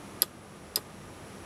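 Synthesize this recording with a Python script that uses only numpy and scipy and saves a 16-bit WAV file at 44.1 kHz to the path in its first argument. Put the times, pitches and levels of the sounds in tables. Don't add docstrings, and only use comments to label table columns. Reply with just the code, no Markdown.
import sys
import numpy as np
from scipy import signal
from scipy.fft import irfft
from scipy.io import wavfile
from scipy.ndimage import uniform_filter1d

SR = 44100
rng = np.random.default_rng(int(sys.argv[2]) if len(sys.argv) > 2 else 0)


def master_out(mix):
    frames = np.transpose(np.atleast_2d(mix))
    ceiling = np.clip(frames, -1, 1)
    pcm = np.round(ceiling * 32767).astype(np.int16)
    wavfile.write(sys.argv[1], SR, pcm)


N = 63945
TIME_S = np.arange(N) / SR


def amp(db):
    return 10 ** (np.asarray(db) / 20)

def add(mix, start_s, sound):
    part = mix[round(start_s * SR):][:len(sound)]
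    part += sound[:len(part)]

def noise(gain):
    hz = np.fft.rfftfreq(N, 1 / SR)
    x = irfft(gain(hz) * np.exp(2j * np.pi * rng.random(len(hz))), N)
    return x / x.std()

def coloured(spectrum):
    points_hz, density_db = np.transpose(spectrum)
    return noise(lambda hz: amp(np.interp(np.log(hz + 1), np.log(points_hz), density_db)))

def narrowband(centre_hz, width_hz):
    return noise(lambda hz: 1 / (1 + 2 * ((hz - centre_hz) / width_hz) ** 2))

def ring(rise_s, t60_s):
    return (1 - np.exp(-TIME_S / rise_s)) * np.exp(-np.log(1000) * TIME_S / t60_s)

def mode(pitch_hz, rise_s, t60_s):
    return ring(rise_s, t60_s) * np.sin(2 * np.pi * pitch_hz * TIME_S)


# frequency_hz, density_db
FAN_SPECTRUM = [(20, -34), (32, -22), (45, -10), (60, -8.5), (90, 0), (190, -0.5), (400, -3), (800, -8),
                (1400, -12), (2500, -17), (4500, -23.5), (9000, -25), (11000, -26.5), (13000, -35.5),
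                (15500, -44), (17000, -54)]
# pitch_hz, width_hz, level_db
FAN_PEAKS = [(86.4, 16, -60.5), (148.2, 16, -60), (199.8, 5.3, -57), (338, 19, -63), (1212, 62, -61),
             (5680, 280, -69), (10740, 120, -69.5)]
def fans():
    rush = amp(-46) * coloured(FAN_SPECTRUM)
    return rush + sum(amp(db) * narrowband(hz, width_hz) for hz, width_hz, db in FAN_PEAKS)


# pitch_hz, relative_level_db
SUPPLY_TONES = [(9700, -74), (10100, -67.5), (10300, -74), (10600, -91), (10800, -71.5), (10900, -76.5)]
def supply_whine():
    tones = sum(amp(db) * np.sin(2 * np.pi * (hz * TIME_S + rng.random())) for hz, db in SUPPLY_TONES)
    return amp(-1) * np.sqrt(2) * tones


# time_s, level_db
RUMBLE_ENVELOPE = [(0, -68), (.7, -74), (.95, -58), (1.18, -63), (1.3, -71), (1.45, -62)]
def bench_rumble():
    level_db = np.interp(TIME_S, *np.transpose(RUMBLE_ENVELOPE))
    return amp(level_db) * narrowband(centre_hz=47, width_hz=5.5)


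# pitch_hz, t60_s, first_detent_db, second_detent_db
KNOB_MODES = [(2760, 0.0071, -27, -57), (3420, 0.073, -31, -50), (3790, 0.011, -27.5, -28.5),
              (4855, 0.0093, -9, -9.5), (5018, 0.052, -26.5, -20.5), (5190, .035, -37, -24),
              (5730, 0.0039, -42, -20.5), (7530, 0.013, -27, -31), (8570, 0.028, -46, -21.5),
              (10200, 0.013, -41, -21.5), (11040, 0.013, -9.5, -24.5), (11740, 0.0079, -5, -15.5),
              (12270, 0.012, -20, -29), (12950, 0.012, -33, -16.5)]
# frequency_hz, density_db
CRACK_SPECTRUM = [(500, -3), (2000, -21), (3500, -7), (5000, -5), (6200, -2.5), (8000, 7), (9300, -9),
                  (11800, 4), (14000, 2), (15500, -29)]
PANEL_SPECTRUM = [(500, -9), (2300, -10.5), (3400, 2), (5000, -1.5), (6100, -7.5), (7900, -0.5),
                  (9200, -7.5), (11800, 0), (13500, -13), (15500, -31)]
ROOM_SPECTRUM = [(200, -8), (1000, 5), (3000, -5), (6000, -5), (8000, 2), (10000, 1), (12200, 1),
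                 (14000, -9), (15500, -25)]
def snap(detent, ringing_db):
    rise_s = 0.0002
    modes = sum((-1) ** k * amp(levels_db[detent]) * mode(hz, rise_s, t60_s)
                for k, (hz, t60_s, *levels_db) in enumerate(KNOB_MODES))
    crack = amp(-23.5) * coloured(CRACK_SPECTRUM) * ring(rise_s, t60_s=0.013)
    panel = amp(-27.5) * coloured(PANEL_SPECTRUM) * ring(rise_s, t60_s=0.073)
    room = amp(-41.5) * coloured(ROOM_SPECTRUM) * ring(rise_s=0.0047, t60_s=0.19)
    highpass = signal.butter(2, 1370, "high", fs=SR, output="sos")
    return signal.sosfilt(highpass, modes + crack + amp(ringing_db) * (panel + room))


# pitch_hz, t60_s, first_knock_db, second_knock_db, third_knock_db
CASE_MODES = [(363, 0.094, -35, -43, -36), (432.5, 0.061, -38.5, -35, -33), (486, 0.051, -37, -50, -33),
              (846, 0.099, -46, -34, -34.5), (961, 0.058, -38, -46, -37), (1226, 0.094, -32.5, -34, -42.5),
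              (1468, 0.049, -34, -35, -43), (1900, 0.041, -33, -30, -51)]
# frequency_hz, density_db
HOLLOW_SPECTRUM = [(120, -21), (280, -16), (420, 7), (700, -3), (1200, -0.5), (2000, -9.5), (3300, -12.5),
                   (5000, -5), (6500, -53), (15000, -40)]
def knock(contact):
    rise_s = 0.0012
    modes = sum(amp(levels_db[contact]) * mode(hz, rise_s, t60_s) for hz, t60_s, *levels_db in CASE_MODES)
    hollow = amp(-29) * coloured(HOLLOW_SPECTRUM) * ring(rise_s, t60_s=0.055)
    return modes + hollow


# start_s, gain_db, ringing_gain_db
DETENTS = [(.2199, 0.5, 1), (.7585, 1, 0)]
# start_s, gain_db
CONTACTS = [(.2252, 1), (.7650, -4.5), (.7738, -3)]
def scene():
    mix = fans() + supply_whine() + bench_rumble()
    for detent, (start_s, gain_db, ringing_db) in enumerate(DETENTS):
        add(mix, start_s, amp(gain_db) * snap(detent, ringing_db))
    for contact, (start_s, gain_db) in enumerate(CONTACTS):
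        add(mix, start_s, amp(gain_db) * knock(contact))
    return mix[None]


def record(dry):
    threshold_db, share_removed, recovery_db_per_s, attack_s = -20.5, 0.51, 5, 0.022
    power = abs(uniform_filter1d(dry[0] ** 2, size=88))
    excess_db = np.maximum(10 * np.log10(power + 1e-12) - threshold_db, 0)
    recovery_db = TIME_S * recovery_db_per_s
    duck_db = np.maximum.accumulate(share_removed * excess_db + recovery_db) - recovery_db
    pole = np.exp(-1 / (attack_s * SR))
    ducked = dry * amp(-signal.lfilter([1 - pole], [1, -pole], duck_db))
    lowpass = signal.firwin(255, cutoff=16000, window=("kaiser", 9), fs=SR)
    return signal.oaconvolve(ducked, lowpass[None], "same")


dry = scene()
out = record(dry)
master_out(out)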